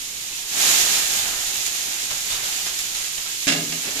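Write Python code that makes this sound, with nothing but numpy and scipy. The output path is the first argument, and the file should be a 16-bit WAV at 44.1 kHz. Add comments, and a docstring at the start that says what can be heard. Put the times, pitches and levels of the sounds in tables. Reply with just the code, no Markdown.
"""Sizzling pan and clattering plate

Liquid boils on a very hot pan in a tiled kitchen: bursting bubbles surge into a sizzle, flames flare
with a low flutter, and the fat spits as it settles. Near the end a china plate strikes the steel
counter, exciting the modes of both, and is nudged along it with a scrape. Two microphones a hand's
width apart hear it from across the counter."""
import sys
import numpy as np
from scipy import signal
from scipy.fft import rfft, irfft
from scipy.io import wavfile
from scipy.ndimage import uniform_filter1d

SR = 44100
rng = np.random.default_rng(int(sys.argv[2]) if len(sys.argv) > 2 else 0)


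def put_to_file(sound):
    """Save the sound as 16-bit audio at rate SR, in the file named by the first command-line argument."""
    columns = np.atleast_2d(sound).T  # one column per channel
    safe = np.clip(columns, -1, 1)
    whole_steps = np.round(safe * 32767)
    wavfile.write(sys.argv[1], SR, whole_steps.astype(np.int16))


N = 176400
TIME = np.arange(N) / SR
FREQUENCY = np.arange(N // 2 + 1) * SR / N
MIC_GAP_M, SOUND_M_PER_S = .14, 343
MIC_LAG_S = MIC_GAP_M / SOUND_M_PER_S

# course of the boiling: t/s, fizz level/dB, bubbling level relative to it/dB
BOILING = [(0, -33.5, -26), (.48, -32, -14.5), (.6, -20.5, -11.5), (.69, -18, -10.5), (.95, -21.5, -12.5),
           (1.35, -26.5, -11), (1.6, -27.5, -14.5), (1.95, -28.5, -14.5), (2.25, -28, -14.5),
           (2.5, -27, -13), (2.9, -30, -17), (3.44, -30, -24), (4, -29.5, -10.5)]
# spurts of fat: t/s, spitting level/dB, extra fizz level/dB, decay time/s
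FAT_SPURTS = [(1.19, -29, -26.5, 0.023), (1.665, -28.5, -25, 0.015), (2.109, -27.5, -29, 0.019),
              (2.305, -28.5, -34, 0.087), (2.44, -44, -41, 0.031), (2.665, -29.5, -32, 0.036),
              (2.792, -37, -27.5, 0.034), (2.95, -33, -30, 0.097), (3.18, -31, -35, 0.022),
              (3.26, -33.5, -48, .025)]
# impacts of the plate, with relative levels: t/s, plate ring/dB, counter boom/dB, crack/dB
IMPACTS = [(3.470, -6, 0.5, -0.5), (3.479, -10, 0, 3), (3.487, 0.5, -13, -6), (3.498, 1, 3.5, -4.5),
           (3.522, -18, -6, 1.5), (3.563, -5, -24, -12), (3.59, -22, -7, -23), (3.722, -6.5, -9, -8)]


def undb(db):
    """Amplitude ratio of a level in decibels."""
    return 10 ** (np.asarray(db) / 20)


def unit(x):
    """Normalisation to rms 1."""
    return x / np.sqrt(np.mean(x ** 2))


def curve(rows, column=1):
    """Linear interpolation of one column over time."""
    rows = np.array(rows)
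    return np.interp(TIME, rows[:, 0], rows[:, column])


def spectrum(points):
    """Interpolation of (f/Hz, level/dB) points over logarithmic frequency."""
    hz, db = np.array(points).T
    return np.interp(np.log(FREQUENCY + 1), np.log(hz), db)


def convolve(x, response):
    """Convolution: the output of a linear system with this impulse response."""
    return signal.fftconvolve(np.atleast_2d(x), np.atleast_2d(response), axes=1)[:, :N]


def colour(x, points):
    """Minimum-phase filter of the given spectral shape; white noise keeps its power."""
    cepstrum = irfft(np.log(unit(undb(spectrum(points)))), N)
    cepstrum[1:N // 2] *= 2  # folding onto positive time makes the filter causal
    cepstrum[N // 2 + 1:] = 0
    response = irfft(np.exp(rfft(cepstrum)), N)
    return convolve(x, response[:SR // 8])


def diffuse_noise():
    """White noise of a diffuse field: at spaced microphones it is coherent only in the bass."""
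    coherence = .95 * np.sinc(2 * FREQUENCY * MIC_LAG_S)
    angle = np.arcsin(coherence) / 2
    pair = rfft(rng.standard_normal((2, N)))
    return irfft(np.cos(angle) * pair + np.sin(angle) * pair[::-1], N)


def wander(rate_hz):
    """Slow fluctuation of rms 1: noise smoothed by two moving averages."""
    width = int(SR / rate_hz)
    smoothed = uniform_filter1d(rng.standard_normal(N), width, mode="wrap")
    return unit(uniform_filter1d(smoothed, width, mode="wrap"))


def clicks(per_s, spread_db):
    """Shot noise: random impulses, a few of them large, each with its own lag between microphones."""
    occurs = rng.random(N) < per_s / SR
    size = undb(spread_db * np.minimum(rng.exponential(size=N), 5))
    left = occurs * size * rng.choice([-1, 1], N)
    lag = np.round(rng.uniform(-1, 1, N) * MIC_LAG_S * SR).astype(int)
    right = np.bincount((np.arange(N) + lag) % N, left, N)
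    return unit(np.array([left, right]))


def fade(start_s, decay_s):
    """Exponential decay after a sudden onset."""
    return (TIME >= start_s) * np.exp(-np.maximum(TIME - start_s, 0) / decay_s)


def spurt_envelope(column, rise_s=.006):
    """Superposed spurts at one column's levels, each a linear rise and an exponential fall."""
    envelope = np.zeros(N)
    for spurt in FAT_SPURTS:
        age, decay_s = TIME - spurt[0], spurt[-1]
        rise = np.clip(age / rise_s + 1, 0, 1)
        envelope += undb(spurt[column]) * rise * np.exp(-np.maximum(age, 0) / decay_s)
    return envelope


def ring(modes, blows):
    """Damped modes (f/Hz, level/dB, T60/s) gain energy from every blow (t/s, level/dB)."""
    first = int(min(s for s, _ in blows) * SR)
    t = np.arange(first, N)[:SR] / SR
    out = np.zeros((2, N))
    for (hz, db, t60), side in zip(modes, rng.choice([-1, 1], len(modes))):
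        energy = sum((t >= s) * undb(db + blow_db - 60 * np.maximum(t - s, 0) / t60) ** 2
                     for s, blow_db in blows)
        # higher modes reach the two microphones out of step
        phase = side * min(np.pi * hz * MIC_LAG_S / 2, np.pi / 4) * np.array([[1], [-1]])
        out[:, first:first + len(t)] += np.sqrt(energy) * np.sin(2 * np.pi * hz * (t - t[0]) + phase)
    return out


def kitchen(x, wet_db, t60_s=.3, gap_s=.0027):
    """Reverberation: the tiles add a diffuse tail to the direct sound, at unchanged total power."""
    tail = diffuse_noise() * undb(-60 * TIME / t60_s) * (TIME > gap_s)
    wet = convolve(x, unit(tail)[:, :SR] / np.sqrt(N))
    return (x + undb(wet_db) * wet) / np.hypot(1, undb(wet_db))


def fire():
    """Combustion noise: flames rumble over the pan while the gas burner blows steadily under it."""
    # course of the flames: t/s, level/dB
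    flare = [(0, -51), (.15, -57), (.5, -61), (.8, -56), (1.15, -51), (1.42, -50), (1.7, -58), (2.2, -54),
             (2.9, -59), (4, -63)]
    # spectra of the flames and the burner: f/Hz, relative level/dB
    rumble_shape = [(10, -6), (22, -1), (42, 1), (62, -6), (90, -12), (200, -26), (800, -50)]
    burner_shape = [(30, -4), (80, -21.5), (115, -3), (160, -10), (220, -9), (350, -7.5), (600, -12),
                    (1200, -9.5), (4000, -28)]
    flames = colour(diffuse_noise(), rumble_shape) * undb(curve(flare))
    burner = colour(diffuse_noise(), burner_shape) * undb(-49)
    return flames + burner


def kitchenware(t60_s=.38):
    """Free vibration: each faint ping of kitchenware is a single damped mode."""
    # pings: t/s, f/Hz, level/dB
    pings = [(.325, 2600, -37), (2.305, 3570, -30)]
    return sum(ring([(hz, db, t60_s)], [(s, 0)]) for s, hz, db in pings)


def counter():
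    """Impact excitation: the steel sheet booms in its modes and shudders with the things on it."""
    # modes of the sheet: f/Hz, relative level/dB, T60/s
    sheet_modes = [(160.7, -4, 1.65), (208, -9, 0.43), (247, -6.5, 1.35), (278, 5.5, 0.34),
                   (286.7, -9, 0.32), (318, -11, 0.31), (415, -7.5, 0.5), (450, -12, .35), (593, -4, 0.43),
                   (605, -6.5, .28), (679, 4, 0.12), (814, -10, 0.2)]
    # spectrum of the shudder: f/Hz, relative level/dB
    shudder_shape = [(30, -53), (85, -34), (130, -10), (165, -1), (205, -11), (275, 3), (350, -6.5),
                     (430, -6), (520, -13.5), (680, -9.5), (1000, -18.5), (3000, -32)]
    boom = ring(sheet_modes, [(s, db - 35.5) for s, _, db, _ in IMPACTS])
    energy = sum((undb(db - 32.5) * fade(s, decay_s=.11)) ** 2 for s, _, db, _ in IMPACTS)
    return boom + colour(diffuse_noise() * np.sqrt(energy), shudder_shape)


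def scrape():
    """Sliding friction: the nudged plate gives a dense train of tiny clicks."""
    # course of the slide: t/s, level/dB
    slide = [(3.79, -78), (3.83, -41), (3.87, -32), (3.91, -36.5), (3.94, -42.5), (3.97, -34), (4, -37)]
    # spectrum of the scraping: f/Hz, relative level/dB
    scrape_shape = [(70, -15), (135, -7), (190, -10), (270, 0), (350, -4.5), (450, -8), (540, -6),
                    (690, -8), (1000, -14.5), (2000, -6.5), (4000, -13), (10000, -38)]
    friction = colour(clicks(per_s=1600, spread_db=2.5), scrape_shape)
    return friction * undb(curve(slide)) * (TIME > slide[0][0])


def plate(press_s=3.79, press_t60_s=.11):
    """Impacts crack and set plate and counter ringing; a hand damps both and slides the plate."""
    # modes of the china: f/Hz, relative level/dB, T60/s
    china_modes = [(1248, -11, .35), (1649, -9, .26), (1675, -7.5, .32), (2069, -9, .26), (2125, -7, .26),
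                   (2167, -3, .36), (2728, -5, .22), (2817, -1, .3), (3985, -6, .18), (4030, -6, .18),
                   (4715, -7, .2), (4946, -7, .18), (5418, -5, .18), (6734, -7, .2)]
    # spectrum of a contact's crack: f/Hz, relative level/dB
    crack_shape = [(40, -42), (100, -31), (250, -7), (700, -1), (1050, -3.5), (1700, 8.5), (2800, 7),
                   (5000, 2.5), (7000, 3), (8500, -2), (14000, -19)]
    china = ring(china_modes, [(s, db - 28) for s, db, _, _ in IMPACTS])
    damping = undb(-60 * np.maximum(TIME - press_s, 0) / press_t60_s)
    ringing = (china + counter()) * damping
    bursts = sum(undb(db - 17) * fade(s, decay_s=.011) for s, _, _, db in IMPACTS)
    cracks = colour(diffuse_noise() * bursts, crack_shape)
    return kitchen(ringing, wet_db=-10.5) + kitchen(cracks + scrape(), wet_db=-2.5)


def pan_ring(pops):
    """Resonance: the pan's modes ring faintly, driven by the popping bubbles."""
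    # modes of the pan: f/Hz, relative level/dB, T60/s
    pan_modes = [(635, -4, .25), (760, -5, .25), (802, -5, .25), (867, -6, .25), (1249, -4, .3),
                 (1416, -7, .25), (1825, 0, .25), (3537, 1, .15), (4021, 1, .2)]
    response = unit(ring(pan_modes, [(.00021, 0)]))[:, :SR] / np.sqrt(N)
    return undb(-6) * convolve(pops, response)


def spitting_fat():
    """Modulated shot noise: each spurt of fat is a brief shower of clicks."""
    # spectrum of the spitting: f/Hz, relative level/dB
    spit_shape = [(100, 0), (300, -16), (750, -2.5), (1200, -1), (2500, 0), (3700, 0), (7000, -8),
                  (9000, -9), (14000, -22)]
    return colour(clicks(per_s=3500, spread_db=3.5) * spurt_envelope(column=1), spit_shape)


def fizz(flicker_db=.65):
    """Tiny bursting bubbles merge into shot noise; the room adds a diffuse wash of equal power."""
    # spectrum of the fizz: f/Hz, relative level/dB
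    fizz_shape = [(300, -39), (1200, -19), (1900, -7.5), (2600, -3.5), (3600, -3), (5100, -3), (6100, -2.5),
                  (6900, 1.5), (8200, -5), (10000, -9), (12300, -6.5), (14300, -12)]
    boil = undb(curve(BOILING) + flicker_db * wander(rate_hz=28))
    strength = np.hypot(boil, spurt_envelope(column=2))  # incoherent sources add in power
    hiss = clicks(per_s=12000, spread_db=1) + diffuse_noise()
    return colour(hiss, fizz_shape) * undb(-.5) * strength


def sizzle(flicker_db=1.2):
    """Boiling noise: larger bubbles pop below the fizz in pitch and ring the pan, while fat spits."""
    # spectrum of the larger bubbles: f/Hz, relative level/dB
    bubble_shape = [(60, -18.5), (130, -5.5), (240, -4.5), (390, -1.5), (530, -6), (740, 3.5), (1100, -2),
                    (1700, 3), (2600, -4.5), (5000, -23.5), (14000, -32)]
    level_db = curve(BOILING) + curve(BOILING, column=2) + flicker_db * wander(rate_hz=25)
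    pops = clicks(per_s=1500, spread_db=1) * undb(level_db)
    bubbling = colour(pops, bubble_shape)
    return fizz() + pan_ring(pops) + kitchen(bubbling + spitting_fat(), wet_db=-4.5)


def scene():
    """Superposition: the sound pressures of all sources add."""
    return fire() + kitchenware() + plate() + sizzle()


def record(dry, cutoff_hz=14350):
    """Frequency response: each microphone has its own colour, and a steep low-pass cuts the top."""
    # left minus right microphone: f/Hz, level/dB
    balance = [(200, 0), (370, 2), (700, 0), (1250, 0), (2300, -3.5), (3600, -8), (5200, -5.5),
               (6700, -9.5), (7400, -4), (8400, 2.5), (9200, 6.5), (10000, -5), (11800, 1), (14000, .5)]
    gains = undb(np.array([[1], [-1]]) * spectrum(balance) / 2)
    heard = irfft(rfft(dry) * gains, N)
    low_pass = signal.ellip(12, .2, 80, cutoff_hz, fs=SR, output="sos")
    return signal.sosfilt(low_pass, heard)


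dry = scene()
out = record(dry)
put_to_file(out)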